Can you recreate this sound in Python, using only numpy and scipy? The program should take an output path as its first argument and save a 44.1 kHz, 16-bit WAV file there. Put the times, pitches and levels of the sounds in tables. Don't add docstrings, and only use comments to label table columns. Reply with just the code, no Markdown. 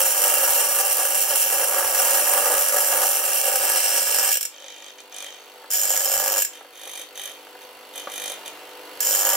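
import sys
import numpy as np
from scipy import signal
from scipy.fft import rfft, irfft, next_fast_len
from scipy.io import wavfile
from scipy.ndimage import uniform_filter1d, map_coordinates

SR = 44100
rng = np.random.default_rng(int(sys.argv[2]) if len(sys.argv) > 2 else 0)


def transcribe(signal):
    frames = np.atleast_2d(signal).T
    limited = np.clip(frames, -1, 1)
    pcm = np.round(limited * 32767).astype(np.int16)
    wavfile.write(sys.argv[1], SR, pcm)


N = 412756


def amp(db):
    return 10 ** (np.asarray(db) / 20)


def unit(x):
    return x / np.sqrt(np.mean(x ** 2) + 1e-20)


def along(points, hz):
    f, value = np.transpose(points)
    return np.interp(np.log(hz + 1), np.log(f + 1), value)


def curves(rows):
    s, *columns = np.transpose(rows)
    return [np.interp(np.arange(N) / SR, s, column) for column in columns]


def wobble(rate):
    knots = rng.standard_normal(int(N * rate / SR) + 4)
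    fine = np.arange(0, len(knots) - 1, 1 / 10)
    return np.interp(np.arange(N) * rate / SR, fine, map_coordinates(knots, [fine]))


def filtered(x, response):
    size = next_fast_len(N + SR // 2)
    return irfft(rfft(x, size) * response(np.fft.rfftfreq(size, 1 / SR)), size)[..., :N]


def ring(x, modes, sharp=0.92, core=0.0, size=8192):
    hz = np.fft.rfftfreq(size, 1 / SR)

    def peak(offset):
        return 1 / (1 + offset ** 2) ** 2

    power = 0
    for f, width, db in modes:
        offset = sharp * (hz - f) / width
        power = power + amp(db) ** 2 * (peak(offset) + core * peak(5 * offset))
    power = power * (1 - 1 / (1 + (hz / 200) ** 7))
    cepstrum = irfft(np.log(power + 1e-12) / 2)
    cepstrum[1:size // 2] *= 2
    cepstrum[size // 2 + 1:] = 0
    answer = irfft(np.exp(rfft(cepstrum)))
    return signal.fftconvolve(x, answer / np.linalg.norm(answer))[:N]


def surface(turns, life, count):
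    keep = np.exp(-1 / life)
    fresh = rng.standard_normal((int(turns[-1]) + 2, count))
    fresh[0] /= np.sqrt(1 - keep ** 2)
    worn = signal.lfilter([1], [1, -keep], fresh, axis=0)
    return unit(map_coordinates(worn.ravel(), [turns * count]))


def bursts(events, t60):
    out, t = np.zeros(N + SR), np.arange(SR // 4) / SR
    for s, db in events:
        out[round(s * SR):][:len(t)] += amp(db - 60 * t / t60) * rng.standard_normal(len(t))
    return out[:N]


def once_a_turn(turns, fade, bed_db):
    return unit(np.exp(-(turns % 1) / fade) + amp(bed_db))


def shaft_tones(turns, orders, waver_db, drift):
    total = 0
    for multiple, db in orders:
        level = amp(db + waver_db * wobble(5))
        phase = 2 * np.pi * (multiple * turns + rng.random()) + drift * wobble(7)
        total = total + level * np.sin(phase)
    return unit(total)


def spell(start, end, attack_s, release_s):
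    t = np.arange(N) / SR
    swell = 1 - np.exp(-np.maximum(t - start, 0) / attack_s)
    return swell * np.exp(-np.maximum(t - end, 0) / release_s)


# t/s, speed/(turns per second)
SHAFT_SPEED = [(0, 49.2), (1.3, 49.2), (2.2, 48.95), (3.4, 49.25), (4.25, 49.25), (4.55, 49.8),
               (5.7, 49.85), (6.25, 49.3), (6.6, 49.85), (9.0, 49.85), (9.36, 49.3)]


def shaft_turns():
    return np.cumsum(curves(SHAFT_SPEED)[0]) / SR


# start t/s, end t/s, casting ring level/dB,
# guard roar level/dB, throb depth/dB, easing off before the end/s (levels before the final trims)
STROKES = [(-1, 4.33, -23.7, -30.1, 1.3, .03), (5.705, 6.425, -24.5, -30.6, 5, .07),
           (9.008, 9.5, -22.8, -27.2, 5, .04)]
# t/s, level/dB
BITE = [(0.0, -21), (0.05, -24), (0.23, -23), (1.11, -24), (1.23, -22), (1.27, -26), (1.36, -22),
        (1.87, -25), (2.13, -21), (2.43, -24), (3.17, -23), (3.19, -25), (4.29, -22), (4.3, -24)]
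# t/s, level/dB
PUSH = [(0.0, -30), (0.14, -35), (0.15, -30), (1.11, -31), (1.23, -35), (1.34, -28), (1.39, -37),
        (1.54, -29), (2.53, -27), (2.68, -34), (2.74, -27), (2.86, -32), (3.04, -28), (3.07, -33),
        (3.53, -33), (3.54, -29), (3.86, -34), (4.3, -32)]
SETTLE_S, FIRST_TOUCH_DB = .16, -19
SHARP_DB, SHARP_S = 1, .1
LIFT_S = .01


def hand():
    t = np.arange(N) / SR
    ringing = roaring = throb = 0
    for start, end, ring_db, roar_db, throb_db, ease_s in STROKES:
        age = np.maximum(t - start, 0)
        touch = spell(start, end, attack_s=.001, release_s=LIFT_S)
        unsettled = np.exp(-age / SETTLE_S)
        lean = np.clip((end + LIFT_S - t) / ease_s, .1, 1)
        ringing = ringing + touch * amp(ring_db + SHARP_DB * np.exp(-age / SHARP_S))
        roaring = roaring + touch * lean * amp(roar_db + FIRST_TOUCH_DB * unsettled)
        throb = throb + touch * throb_db * (1 - .4 * unsettled)
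    first = t < STROKES[0][1]

    def wander(level_db):
        return amp((level_db - level_db[first].mean()) * first)

    return ringing * wander(curves(BITE)[0]), roaring * wander(curves(PUSH)[0]), throb


def wheel_pressure(turns, throb_db):
    high_spots = np.exp(-((2 * turns + .55) % 1) / .7)
    high_spots = unit(high_spots - high_spots.mean()) + .3 * np.cos(2 * np.pi * (turns + .1))
    pressure_db = throb_db * (0.8 * high_spots + 0.34 * surface(turns, life=6.8, count=9))
    pressure = amp(pressure_db + 1.25 * wobble(45))
    mean_force = np.sqrt(uniform_filter1d(pressure ** 2, size=2646))
    return pressure * amp(0.75 * wobble(16)) / mean_force


# f/Hz, width/Hz, then level/dB when ground on its face, corner and edge
CASTING_MODES = [(1690, 150, -28, -11, -15), (2340, 300, -16, -16.5, -20), (2760, 135, -9, -8.5, -27),
                 (3068, 420, -14, -15, -13.5), (4164, 990, -22, -22.5, -24.5),
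                 (4840, 300, -17.5, -16.5, -15.5), (5235, 145, -20.5, -9, -7.5),
                 (5668, 280, -6.5, -9, -10.5), (6170, 150, -8, -13, -11), (6580, 310, -16.5, -20.5, -13.5),
                 (6880, 230, -5.5, -14, 0), (7570, 290, -5.5, -8, -4.5), (8230, 260, -22, -8.5, -10),
                 (8790, 330, -2, -6.5, -15.5), (9540, 330, -8.5, -20.5, -12), (10320, 960, -11.5, -21, -33),
                 (10700, 140, -4, -19, -13), (11370, 360, -1.5, -6.5, -9), (12030, 165, -3.3, -18, -6.5),
                 (12540, 115, -8.5, -9.5, -10), (13000, 2200, -15.5, -21.5, -12.5),
                 (14220, 170, -4, -9, -1.5), (15050, 200, -6, -11, -13), (15600, 280, -8, -16, -17)]
CASTING_PLACES = 3


def casting_ring(bite, place):
    total = 0
    for k in range(CASTING_PLACES):
        share = np.sqrt(np.clip(1 - abs(place - k), 0, 1))
        modes = [(f, width, levels[k]) for f, width, *levels in CASTING_MODES]
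        total = total + ring(bite * share, modes, sharp=1.17, core=2.2)
    return total


# f/Hz, width/Hz, level/dB
GUARD_MODES = [(327, 32, -16.5), (548.5, 57.4, 3), (765.5, 64, -0.3), (913, 99, -5.5), (1194, 143, -6),
               (1407, 170, -9), (1662, 78, -6.2), (1840, 270, -14.3)]
# multiple of the shaft speed, level/dB
RIPPLES = [(5, -23.5), (7, -11), (8, -17), (9, -13), (11, 0), (12, 0), (14, -5.5), (16, 0), (18, -4),
           (19, -10), (24, -12.5), (26, -15)]


def guard_roar(turns, pressure, grit):
    patches = amp(2.5 * surface(turns, life=7.2, count=20))
    relief = pressure * unit(surface(turns, life=6.5, count=160) * patches)
    shake = unit(ring(relief, GUARD_MODES, sharp=1.07)) + 1.3 * unit(ring(grit, GUARD_MODES, sharp=1.18))
    drone = shaft_tones(turns, RIPPLES, waver_db=2.0, drift=0.73)
    return unit((shake + amp(-4.5) * drone) * amp(wobble(16)))


def machine_shudder():
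    def low(hz):
        return (hz + 80) / (hz + 200) / (1 + (hz / 200) ** 4)

    return unit(filtered(rng.standard_normal(N), low) * amp(5.2 * wobble(23)))


# t/s, place (0 = flat face, 1 = corner, 2 = edge)
PLACE = [(3.2, .15), (3.8, .98), (4.3, 1.2), (5.7, 2), (6.1, 1.88), (9, 2), (9.36, 1.88)]
# t/s, level/dB (relative; trimmed where they are mixed)
SKIPS = [(4.3173, -12), (4.326, -7.5), (4.3415, -8), (4.354, -7), (4.3702, -7.5), (4.4099, -9),
         (4.4287, -9.5), (4.4518, -11), (5.704, -14), (6.4232, -10), (6.4488, -8.5), (9.0049, -5)]


def grinding(turns):
    ring_gain, roar_gain, throb_db = hand()
    place = np.clip(curves(PLACE)[0], 0, 2)
    pressure = wheel_pressure(turns, throb_db)
    grit = pressure * unit(rng.standard_normal(N) * amp(5.7 * np.tanh(wobble(1100))))
    skips = bursts(SKIPS, t60=.03)
    bite = amp(-2.03) * ring_gain * grit + amp(-11.5) * skips
    roar = amp(-0.26) * roar_gain * guard_roar(turns, pressure, grit)
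    digging = np.clip(place - 1, .01, 1)
    rumble = amp(-26) * roar_gain * machine_shudder() * digging
    return casting_ring(bite, place) + roar + rumble + amp(-30) * ring(skips, GUARD_MODES)


# t/s, hum and air level/dB, bearing whirr level/dB (hum and air trimmed below)
IDLE = [(4.5, -54.5, -60.5), (5.6, -49.5, -56.5), (6.7, -52, -59.5), (7.1, -50, -55.5), (7.9, -47.5, -56),
        (8.4, -43.5, -58), (8.75, -45.5, -55.5), (9.0, -43.5, -50)]
# multiple of the shaft speed, level/dB
HUM = [(3, -23), (4, -21.5), (5, -14), (6, -5), (7, -7.5), (8, -3.5), (9, -3.5), (10, 3), (13, -22),
       (15, -1.5), (18, -3.5), (19, -7.5), (20, -4), (24, -8), (27, -4), (29, -5.5), (41, -6), (56, -6.5)]
# f/Hz, level/dB
AIR = [(18, -62), (30, -63), (214, -36), (294, -5.5), (424, -8.5), (496, 3), (537, 0.5), (755, -2.3),
       (1090, -5.5), (2870, -9.5), (3110, -8.5), (4370, -15), (7010, -20.5), (11800, -21.5), (15800, -21)]
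# f/Hz, width/Hz, level/dB
BEARING_MODES = [(2820, 290, 2), (4400, 150, 5.5), (8000, 4700, -13.5), (11640, 500, -2),
                 (14200, 2000, -13)]


def free_wheel(turns):
    idle_db, whirr_db = curves(IDLE)
    hum = shaft_tones(turns, HUM, waver_db=2.6, drift=.3)
    air = unit(filtered(rng.standard_normal(N), lambda hz: amp(along(AIR, hz))))
    air *= once_a_turn(turns, fade=0.3, bed_db=2)
    rolling = rng.standard_normal(N) * once_a_turn(turns, fade=0.12, bed_db=-22)
    whirr = ring(rolling, BEARING_MODES)
    return amp(idle_db) * (amp(-2.6) * hum + amp(0.7) * air) + amp(whirr_db) * whirr


# t/s, peak level/dB
THUDS = [(.047, -48), (.495, -45), (1.85, -45), (2.435, -53), (3.005, -49), (3.605, -50), (3.745, -54),
         (4.33, -53)]


def bench():
    out, t = np.zeros(N + SR), np.arange(SR // 4) / SR
    swing = np.sin(2 * np.pi * 90 * t) * amp(-60 * t / 0.031) * (1 - np.exp(-t / .003))
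    for s, db in THUDS:
        out[round(s * SR):][:len(t)] += amp(db) * swing / swing.max()
    return out[:N]


# start t/s, end t/s, level/dB, swell/s,
# dying away/s, rubbing relative to hopping
TREMBLES = [(4.49, 4.9, -43.2, .05, .025, .02), (4.98, 5.005, -41, .005, .012, .05),
            (5.106, 5.245, -37.8, .02, .115, .02), (6.52, 6.56, -43.2, .01, .04, .3),
            (6.715, 7.02, -37.5, .11, .02, .4), (7.143, 7.262, -37.8, .016, .07, .4),
            (7.6, 7.63, -46, .01, .02, .4), (7.935, 7.975, -36.5, .012, .075, .35),
            (8.092, 8.325, -34.2, .025, .022, .35), (8.448, 8.478, -34.8, .015, .012, .35)]
# t/s, level/dB (trimmed where they are mixed)
KNOCKS = [(4.637, -41), (5.624, -38), (5.642, -35), (6.608, -31), (6.647, -36), (6.867, -33), (7.469, -36),
          (7.552, -34), (7.62, -47), (8.072, -19)]
# f/Hz, width/Hz, level/dB
REST_MODES = [(1920, 290, -7.5), (2407, 160, 0.5), (3143, 190, 4), (3665, 360, -0.5), (4680, 2350, -11),
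              (6200, 260, -1.3), (6820, 900, -7.5), (8280, 160, -7), (9360, 426, -11), (10000, 2500, -13),
              (12642, 303, -25), (15013, 283, -17)]
# f/Hz, width/Hz, level/dB
SCRAPE_MODES = [(3250, 200, -3), (10200, 1800, 0), (12100, 450, 0)]
REBOUND, REBOUND_TURNS = 1.1, .2


def tool_rest(turns):
    gain = drag = 0
    for start, end, db, swell_s, dying_s, rub in TREMBLES:
        level = amp(db) * spell(start, end, swell_s, dying_s)
        gain = gain + level
        drag = drag + level * rub
    drag = drag / (gain + 1e-12)
    force = amp(wobble(40)) * rng.standard_normal(N)
    hop = turns + .63
    first_landing = once_a_turn(hop, fade=.11, bed_db=-28)
    second_landing = once_a_turn(hop - REBOUND_TURNS, fade=.11, bed_db=-28)
    landing = force * unit(first_landing + REBOUND * drag * second_landing)
    scuffing = force * once_a_turn(hop, fade=0.2, bed_db=-13)
    rubbing = drag * rng.standard_normal(N)
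    landing, scuffing = unit(landing + rubbing), unit(scuffing + rubbing)
    high_modes = [mode for mode in REST_MODES if mode[0] > 5000]
    low_modes = [mode for mode in REST_MODES if mode[0] <= 5000]
    high = ring(landing, high_modes, sharp=1.0, core=0.46)
    low = ring(scuffing, low_modes, sharp=1.6, core=0.58)
    firm = np.clip(gain / amp(-37.5), 0, 1) ** 2
    dull = filtered(high, lambda hz: 1 / (1 + (hz / 7700) ** 12))
    high = firm * high + (1 - firm) * dull
    buzz = amp(-3.3) * (1 - .8 * drag) * high + amp(-3.7) * low
    buzz = buzz + amp(-3) * drag * ring(landing, SCRAPE_MODES) + amp(-10) * ring(scuffing, GUARD_MODES)
    knocks = bursts(KNOCKS, t60=0.05)
    return gain * buzz + amp(-4) * ring(knocks, GUARD_MODES) + amp(-21) * ring(knocks, low_modes)


# f/Hz, time to fall by 60 dB/s
ROOM_DECAY = [(200, 0.1), (2000, 0.32), (14000, 0.19)]


def workshop(x):
    hz, t, noise = signal.stft(rng.standard_normal((2, SR // 2)), SR, nperseg=256)
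    decay = amp(-60 * t / along(ROOM_DECAY, hz)[:, None])
    tail = signal.istft(noise * decay, SR, nperseg=256)[1]
    tail = np.pad(tail / np.linalg.norm(tail[0]), ((0, 0), (200, 0)))
    wet = signal.fftconvolve(x[None], tail, axes=1)[:, :N]
    wet_db = [(200, -31), (600, -16.5), (3000, -2.5), (12000, -5)]  # f/Hz, level/dB
    return filtered(wet, lambda hz: amp(along(wet_db, hz)))


# f/Hz, level/dB
WIDTH = [(60, -39), (400, -28.5), (1000, -9.5), (2400, -15.5), (6000, -1), (15000, 2)]
# f/Hz, level/dB
BALANCE = [(400, -0.2), (1000, 0.9), (2400, -1), (6000, 0.2), (9000, -3.6), (15000, -3)]


def microphones(x):
    def pair(hz):
        side = amp(along(WIDTH, hz))
        phase = np.arctan(side) * np.tanh(4 * np.sin(2 * np.pi * hz / 2650))
        half_db = along(BALANCE, hz) / 2
        left = amp(half_db) * np.exp(-1j * phase)
        right = amp(-half_db) * np.exp(1j * phase)
        return np.array([left, right]) * np.hypot(1, side)

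    return filtered(x, pair)


def scene():
    turns = shaft_turns()
    grinder = grinding(turns) + free_wheel(turns) + bench() + tool_rest(turns)
    return microphones(grinder) + workshop(grinder)


def record(dry):
    ceiling, top_hz = .7, 15800
    rounded = dry / (1 + (dry / ceiling) ** 4) ** (1 / 4)
    return filtered(rounded, lambda hz: hz < top_hz)


dry = scene()
out = record(dry)
transcribe(out)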